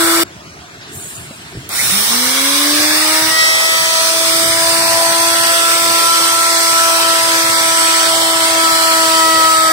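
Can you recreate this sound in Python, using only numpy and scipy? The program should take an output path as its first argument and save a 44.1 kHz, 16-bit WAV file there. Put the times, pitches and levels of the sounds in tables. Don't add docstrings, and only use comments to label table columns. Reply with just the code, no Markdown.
import sys
import numpy as np
from scipy import signal
from scipy.fft import rfft, irfft, next_fast_len
from scipy.io import wavfile
from scipy.ndimage import uniform_filter1d, map_coordinates

SR = 44100
rng = np.random.default_rng(int(sys.argv[2]) if len(sys.argv) > 2 else 0)


def gain_from_decibels(decibels):
    exponent = np.asarray(decibels, float) / 20
    return 10 ** exponent


def pcm_store(signal):
    levels = np.round(np.clip(np.atleast_2d(signal), -1, 1) * 32767)
    wavfile.write(sys.argv[1], SR, levels.astype(np.int16).T)


N = 428652
TIME = np.arange(N) / SR

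CUT_S, START_S = 0.236, 1.691
PLUNGE_FROM_S, PLUNGE_IN_S, PLUNGE_OUT_S, GROOVE_S = 3.273, 3.4, 3.71, 4.35
BALL_PASS = 3.655


# missing_turns_per_s, time_constant_s
RUN_UP = [(183.5, .73), (140, .11)]
# time_s, lost_turns_per_s
LOAD_SAG = [(0, 7.7), (.24, 6.8), (1.69, 0), (3.3, 0), (3.5, 2.4), (3.75, 4.9), (4.0, 5.9), (4.3, 6.1),
            (5.2, 4.9), (5.8, 4.5), (6.4, 6.1), (7.0, 8.6), (7.6, 10.7), (8.2, 11.4), (8.8, 13.1),
            (9.1, 15.1), (9.72, 19.2)]
LEFT_SHIFT = [
    (.12, .13, .13, .125, .013),
    (-1, -3.4, -1.76, -1.8, .2),
]
# time_s, turn_rad, half_length_s
SIXTH_SWINGS = [
    (3.36, -1, .1),
    (9.5, 3.4, .6),
]
BEAT_DB = [
    (-18.5, -23.5, -45, -31, 0.52),
    (-29, -28, -27.5, -24, 0.12),
    (-33, -41, -34.5, -26.5, 0.67),
    (-24, -35.5, -29, -29, 2.5),
]
BEAT_PAN = [
    (6, 5, 3, 10.5, -0.9),
    (-3, 6, 6.3, 4.8, -0.8),
    (7, 8, 5.5, 10.7, -0.45),
    (-4, 7, 11.4, 1.1, 0.6),
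]
BEAT_PHASE = [
    (0, 0, 1.1, 0, .03),
    (0, 1.4, 2, 0.55, -0.046),
    (0, 0, 0, 0, -.06),
    (0, 0.14, 0, -0.12, 0.0055),
]
BEAT_GROWTH = [55, 95, 40, 40]
BEAT_SWELLS = {1: [(1.93, 10, 0.066), (2.06, -12, .04), (2.75, 2.5, 0.32), (3.2, -5, 0.17),
               (4.35, 0.5, 0.13), (6.5, -4, 1)], 2: [(4.95, 4, 0.26), (6.2, -5, 0.29), (6.95, 3, 0.1),
               (8.1, -2, 0.27), (9.1, 2, 0.25), (9.6, 2.5, 0.11), (2.1, -2, 0.18)], 3: [(3.2, 13.5, 0.16),
               (3.9, 6.5, 0.19), (4.3, -8, 0.26), (4.9, 1.5, 0.49), (5.6, -3, 0.21), (9.7, -11, 0.14)],
               4: [(3.2, 9, 0.22), (3.95, 3, 0.13), (6.25, 8, 0.6), (6.9, 4, 0.21), (8.3, -4, 0.2),
               (8.7, 1.5, 0.21), (9.4, 4.5, 0.22)]}
WHINE_DB = [
    (-45, -38, -31, -31, .5),
    (-45, -45, -15, -29, -.8),
    (-34, -37, -38, -27, -4.5),
    (-42, -40, -28.5, -39, .2),
]
# time_s, level_db, half_length_s
WHINE_SWELLS = [
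    [(3.4, -8, .06), (4.25, -8, .2), (5.6, 8, .4), (8.65, 4, .3), (9.5, -8, .3)],
    [(3.29, 15, .07), (3.88, -3, .15), (6.3, -4, .4), (7.4, 8, .2), (9.33, 8, .15), (9.72, 7, .08)],
    [(3.12, 8, .1), (3.5, 5, .08), (6.0, 4, .3), (6.8, 8, .4)],
    [(6.2, 5, .2), (3.4, 3, .08)],
]
FLUTE_ORDERS = [7, 8, 9, 10, 11, 12, 13, 14, 15, 16, 17, 18, 20, 24]
FLUTE_DB = [-5, -2, -4, 3, -3, -2, -4, -1, -5, 1, -5, -2, -6, -5]
FLUTE_PHASE = [0, -1, 0, 1.9, 3.1, 3.2, 1.5, -.8, 0, 0, 0, -2.8, 0, 0]
BEARING_LINES = [(1, 0), (0, 1.62), (1, 2), (1, 1.62), (3, 0), (6, 0), (8, 0), (9, 0), (10, 0), (11, 0)]
BEARING_DB = [-41, -43, -42, -39, -41, -45, -42, -47, -50, -50]
BEARING_CALMS = (0, 0, 0, 0, -1.3)

NOISE_DB = [
    (-25, -27, -30, -28, 0.26),
    (-20.5, -18.5, -21, -18, -0.028),
    (-23.5, -22, -22.5, -21.5, -0.082),
    (-20, -21, -24.5, -20.5, -0.97),
]
NOISE_GROWTH = [9.5, 18, 25, 34]
NOISE_FULL_SPEED = [259, 260, 130, 110]
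EASE_DB = [-2, -4, -4.5, 1]
EASE_PAN = [-7, -3]
HISS_PAN = (-12, -9, -7, -10.5, 0.14)
FAN_PAN = (3, -1.2, -1.2, -0.3, -0.15)
BOARD_ECHO = [
    (0.232, 0.226, 0.226, 0.2195, 0.0018),
    (0.225, 0.209, 0.199, 0.2147, 0.005),
]
# freq_hz, level_db_per_hz
HOUSING_COLOUR = [(120, -32), (270, -15.5), (310, -12), (550, -7), (900, -3.5), (1500, -1), (2200, -0.5),
                  (2800, -10), (4000, -13.5)]
# freq_hz, level_db_per_hz
FAN_COLOUR = [(1500, -27.5), (2300, -1), (2800, -3), (3300, -2), (4300, -4), (5500, -2), (6500, 0),
              (7200, -20), (9000, -31)]
# freq_hz, level_db_per_hz
HISS_COLOUR = [(5500, -38), (6800, -2.5), (8000, 0.5), (9300, -4), (10300, -4.5), (11200, -44),
               (12500, -65)]
# freq_hz, level_db_per_hz
CHIP_COLOUR = [(9000, -42), (10500, 3), (11300, -1), (12500, -7.5), (14400, -5), (15700, -1), (16500, -3.5)]

# freq_hz, level_db_per_hz
SCRAPE_COLOUR = [(410, -45), (700, -10), (1180, -15), (1340, -8), (1860, -6.5), (3630, -9), (6000, -16.5),
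                 (7800, -53), (13200, -120)]
# freq_hz, level_db_per_hz
DUST_COLOUR = [(3530, -49), (6000, -16), (7120, 1), (8340, -1), (9030, -2), (10100, -5), (12000, -11),
               (15500, -12)]
# start_s, peak_db, pitch_hz, fade_60db_s
BUMPS = [
    (1.189, -28, 113, 0.04),
    (1.307, -22, 226, 0.048),
    (1.549, -17.5, 162, 0.04),
    (1.571, -14, 121, 0.044),
    (1.587, -18, 125, 0.035),
    (4.429, -24, 215, 0.035),
    (4.5, -20, 113, 0.04),
]
# freq_hz, level_db_per_hz
RUMBLE_COLOUR = [(15, -63), (25, -64), (73, -5.5), (134, -1), (249, -8.5), (309, -6.5), (353, -8.5),
                 (450, -10), (580, -65.5), (990, -120)]
# freq_hz, level_db_per_hz
AIR_COLOUR = [(210, -28), (350, 0.5), (429, -13), (699, 0.5), (756, -6.5), (1420, -2.5), (2580, -8),
              (2830, -8), (3020, -9), (6620, -13), (9970, -21.5), (15000, -33)]
# time_s, level_db, half_length_s
GUSTS = [
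    (1.57, 6, 0.037),
    (1.84, 11, 0.059),
    (2.0, 5, .15),
    (4.46, 7, 0.13),
    (4.85, 6.5, 0.35),
    (8.9, 1.5, 0.23),
]


def shaft():
    free_speed = 340
    since_switch = np.abs(TIME - START_S)
    missing = sum(turns * np.exp(-since_switch / lag_s) for turns, lag_s in RUN_UP)
    sag = uniform_filter1d(curves(LOAD_SAG)[0], size=4000)
    return free_speed - missing * (TIME > CUT_S) - sag


def running():
    return np.clip((CUT_S - TIME) / 0.0019, 0, 1) + np.clip((TIME - START_S) / 0.00318, 0, 1)


def spindle():
    speed = shaft() * (1 + 0.000376 * wobble(30))
    angle = 2 * np.pi * np.cumsum(speed) / SR
    lag_s = staged(LEFT_SHIFT[0]) / 1000
    angle = angle - 2 * np.pi * speed * left_only(lag_s)
    return shaft_beats(speed, angle) + whines(speed, angle) + bearing_and_fan(speed, angle) + inrush(speed, angle)


def shaft_beats(speed, angle):
    decades = np.log10(np.minimum(speed / 310, 1))
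    slack_db = 13 * np.clip(1 - speed / 290, 0, 1)
    beats = 0
    for i, order in enumerate(BEAT_SWELLS):
        level_db = staged(BEAT_DB[i]) + swells(BEAT_SWELLS[order]) + BEAT_GROWTH[i] * decades
        level_db = level_db + 2.0 * wobble(9) + slack_db * wobble(14.4)
        phase = left_only(staged(BEAT_PHASE[i]))
        beats = beats + sides(staged(BEAT_PAN[i])) * line(angle, order, level_db, phase)
    return beats


def whines(speed, angle):
    growth_db = 60 * np.log10(np.minimum(speed / 310, 1))
    fifth_db, sixth_db, bearing_db, bite_db = [staged(row) + swells(more) + growth_db
                                               for row, more in zip(WHINE_DB, WHINE_SWELLS)]
    sixth_turn = staged(LEFT_SHIFT[1]) + swells(SIXTH_SWINGS)
    whine = line(angle, 5, fifth_db + 2.1 * wobble(8), left_only(-1.3))
    whine = whine + line(angle, 6, sixth_db + 2.1 * wobble(8), left_only(sixth_turn))
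    bearing_phase = left_only(1.5 * wobble(8))
    whine += sides(-9) * line(angle, 7 * BALL_PASS, bearing_db + 2.1 * wobble(6), bearing_phase)
    until_groove = staged((1, 1, 1, 0, 0))
    for order, db, phase in zip(FLUTE_ORDERS, FLUTE_DB, FLUTE_PHASE):
        whine += roaming_line(angle, order, db + bite_db + 2.1 * wobble(4), phase * until_groove)
    return whine


def bearing_and_fan(speed, angle):
    effort_db = 30 * np.log10(speed / 330)
    rattle_db = effort_db + staged(BEARING_CALMS)
    tones = 0
    for (multiple, turns), db in zip(BEARING_LINES, BEARING_DB):
        order = multiple * BALL_PASS + turns
        tones = tones + roaming_line(angle, order, db + rattle_db + 3.1 * wobble(3))
    blades, blade_db = 14, -30
    tones += roaming_line(angle, blades, blade_db + effort_db + 2.1 * wobble(5))
    ring_hz, ring_db, half_width_hz = 1030, -33, 130
    ring = gain_from_decibels(ring_db) * swells([(ring_hz, 1, half_width_hz)], BALL_PASS * speed)
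    return tones + ring * line(angle, BALL_PASS, 1.8 * wobble(16))


def inrush(speed, angle):
    slots = 16
    throb = (1 + np.cos(angle)) ** 2 / 2
    level_db = -33 + 20 * np.log10(speed / 200)
    level_db = level_db + swells([(2060, 20, 260)], slots * speed)
    level_db = level_db - 120 * np.maximum(TIME - 2.0, 0) ** 2
    return (TIME > CUT_S) * throb * line(angle, slots, level_db)


def airflow():
    speed = shaft()
    ease = swells([(9.7, 1, 0.45)])
    housing_db, fan_db, hiss_db, chips_db = [
        staged(row) + growth * np.log10(np.minimum(speed / full, 1)) + change * ease
        for row, growth, full, change in zip(NOISE_DB, NOISE_GROWTH, NOISE_FULL_SPEED, EASE_DB)]
    chips_db = chips_db + swells([(1.94, 3.1, 0.2)])
    hiss_pan = staged(HISS_PAN) + EASE_PAN[0] * ease
    fan_pan = staged(FAN_PAN) + EASE_PAN[1] * ease
    lag_ms = staged(LEFT_SHIFT[0])
    load_db = 0.26 * wobble(9) + 0.39 * wobble(25)

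    housing = rush(HOUSING_COLOUR, 0.28, lag_ms, patchy_db=1.7, bands_db=2.35)
    housing = sides(2.0) * gain_from_decibels(housing_db + 9 + load_db) * housing
    fan = rush(FAN_COLOUR, 0.037, lag_ms, patchy_db=1.5, bands_db=2.5)
    fan = sides(fan_pan) * gain_from_decibels(fan_db + 2.5 + load_db) * fan
    hiss = rush(HISS_COLOUR, 0.11, lag_ms, patchy_db=1.0, bands_db=1.5)
    hiss = sides(hiss_pan) * gain_from_decibels(hiss_db + 1.5 + load_db) * hiss
    chips = rush(CHIP_COLOUR, 0.069, lag_ms, patchy_db=1.0, bands_db=2.5)
    chips = gain_from_decibels(chips_db + 2.5 + load_db) * chips

    direct = fan + hiss + chips
    echo = np.array([late(side, staged(row)) for side, row in zip(direct, BOARD_ECHO)])
    board = 0.43
    return housing + (direct + board * echo) / np.hypot(1, board)


def handling():
    return sliding() + bumps_and_switch()


def sliding():
    slide_from_s, slide_to_s, fade_db_s = 0.81, 1.675, 500
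    outside_s = np.maximum(slide_from_s - 0.13 - TIME, 0) + np.maximum(TIME - slide_to_s, 0)
    fade_db = -fade_db_s * outside_s
    scrape_db = -36.5 - 8 * (TIME < slide_from_s) + 2.4 * wobble(8.3) + fade_db
    scrape = gain_from_decibels(scrape_db) * rush(SCRAPE_COLOUR, 0.59, -0.2, patchy_db=3.5)

    dust_at_s, hold_s, rise_db_s, fall_db_s = 0.95, 0.16, 300, 72
    puff_db = -35.5 - rise_db_s * np.maximum(dust_at_s - TIME, 0)
    puff_db = puff_db - fall_db_s * np.maximum(TIME - dust_at_s - hold_s, 0)
    dust_level = gain_from_decibels(puff_db) + gain_from_decibels(-50.5 + fade_db) * (TIME > dust_at_s)
    return scrape + gain_from_decibels(5.5) * dust_level * rush(DUST_COLOUR, 0.35, -0.22, patchy_db=4.5)


def bumps_and_switch():
    hits = np.zeros((2, N + SR))
    t = np.arange(SR // 5) / SR
    for start_s, db, hz, t60 in BUMPS:
        ring = np.sin(2 * np.pi * hz * t) + 0.58 * np.sin(2 * np.pi * 2.43 * hz * t)
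        onset = 1 - np.exp(-t / 0.0015)
        first = round(start_s * SR)
        hits[:, first:first + len(t)] += gain_from_decibels(db - 60 * t / t60) * onset * ring
    click_db, click_t60 = -15, 0.012
    snap = np.diff(rng.standard_normal((2, len(t) + 1)))
    first = round(START_S * SR)
    hits[:, first:first + len(t)] += gain_from_decibels(click_db - 60 * t / click_t60) * snap
    return hits[:, :N]


def yard():
    duck_db = -5.5 * np.clip((TIME - START_S) / 0.078, 0, 1)
    rumble_db = -38.5 + duck_db + swells(GUSTS) + 1.6 * wobble(3.9)
    rumble = gain_from_decibels(rumble_db) * rush(RUMBLE_COLOUR, 0.9, 0, patchy_db=3.0)
    air = gain_from_decibels(-36.5) * rush(AIR_COLOUR, 0.41, -0.26, patchy_db=3.0)
    return rumble + air


def line(angle, order, db, phase=0):
    return np.sqrt(2) * gain_from_decibels(db) * np.sin(order * angle + phase + rng.uniform(0, 2 * np.pi))


def roaming_line(angle, order, db, phase=0):
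    phase = left_only(phase + 0.5 * wobble(5))
    return sides(4 * wobble(1.5)) * line(angle, order, db, phase)


def left_only(x):
    return np.array([[1], [0]]) * x


def sides(pan_db):
    return gain_from_decibels(np.array([[0.5], [-0.5]]) * pan_db)


def rush(colour, alike, lag_ms, patchy_db, bands_db=0):
    z = signal.stft(rng.standard_normal((3, N)), nperseg=512)[2]

    def patches(bins, frames):
        field = uniform_filter1d(rng.standard_normal(z.shape[1:]), bins, axis=0)
        return unit(uniform_filter1d(field, frames, axis=1))

    field_db = patchy_db * patches(bins=3, frames=7) + bands_db * patches(bins=3, frames=60)
    white = signal.istft(z * gain_from_decibels(field_db), nperseg=512)[1][:, :N]
    size = next_fast_len(N + 8192)
    hz, db = np.transpose(colour)
    gain = gain_from_decibels(np.interp(np.log(np.fft.rfftfreq(size, 1 / SR) + 1), np.log(hz), db))
    shared, *own = irfft(rfft(white, size) * gain, size)[:, :N]
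    alike = np.clip(alike, 0, 1)
    both = np.array([late(shared, lag_ms), shared])
    return unit(np.sqrt(alike) * both + np.sqrt(1 - alike) * np.array(own))


def late(x, ms):
    return map_coordinates(x, [np.arange(N) - ms * SR / 1000], order=3)


def staged(row):
    before, free, plunge, groove, drift = row
    end_s = N / SR
    times = [CUT_S, START_S, PLUNGE_FROM_S, PLUNGE_IN_S, PLUNGE_OUT_S, GROOVE_S, end_s]
    last = groove + drift * (end_s - GROOVE_S)
    return np.interp(TIME, times, [before, free, free, plunge, plunge, groove, last])


def swells(rows, x=TIME):
    return sum(height * np.exp(-((x - at) / width) ** 2) for at, height, width in rows)


def curves(rows):
    s, *columns = np.transpose(rows)
    return [np.interp(TIME, s, column) for column in columns]


def wobble(rate):
    knots = rng.standard_normal(int(N * rate / SR) + 4)
    return map_coordinates(knots, [np.arange(N) * rate / SR], order=1)


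def unit(x):
    return x / np.sqrt(np.mean(x ** 2) + 1e-20)


def scene():
    return running() * (spindle() + airflow()) + handling() + yard()


def lose_weak_bands(x):
    margin_db, treble_db, loss_db = -3.0, 1.3, -30
    hz, _, z = signal.stft(x, SR, nperseg=1024)
    power = np.mean(np.abs(z) ** 2, axis=0)
    power = uniform_filter1d(uniform_filter1d(power, size=4, axis=0), size=2, axis=1)
    level = np.log(power + 1e-14)
    ceiling = uniform_filter1d(level, size=61, axis=0) + 0.4
    around = uniform_filter1d(np.minimum(level, ceiling), size=61, axis=0)
    limit_db = margin_db + treble_db * np.clip((hz[:, None] - 9000) / 1500, 0, 1)
    weak = (level < around + np.log(gain_from_decibels(2 * limit_db))) & (hz[:, None] > 1400)
    return signal.istft(z * np.where(weak, gain_from_decibels(loss_db), 1), SR, nperseg=1024)[1][:, :N]


def band_limit(x):
    return signal.sosfilt(signal.butter(12, 16570, fs=SR, output="sos"), x)


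def record(dry):
    top_hz = 15760
    kept = lose_weak_bands(np.clip(dry, -1, 1))
    mix = irfft(rfft(kept) * (np.fft.rfftfreq(N, 1 / SR) < top_hz), N)
    return band_limit(mix)


dry = scene()
out = record(dry)
pcm_store(out)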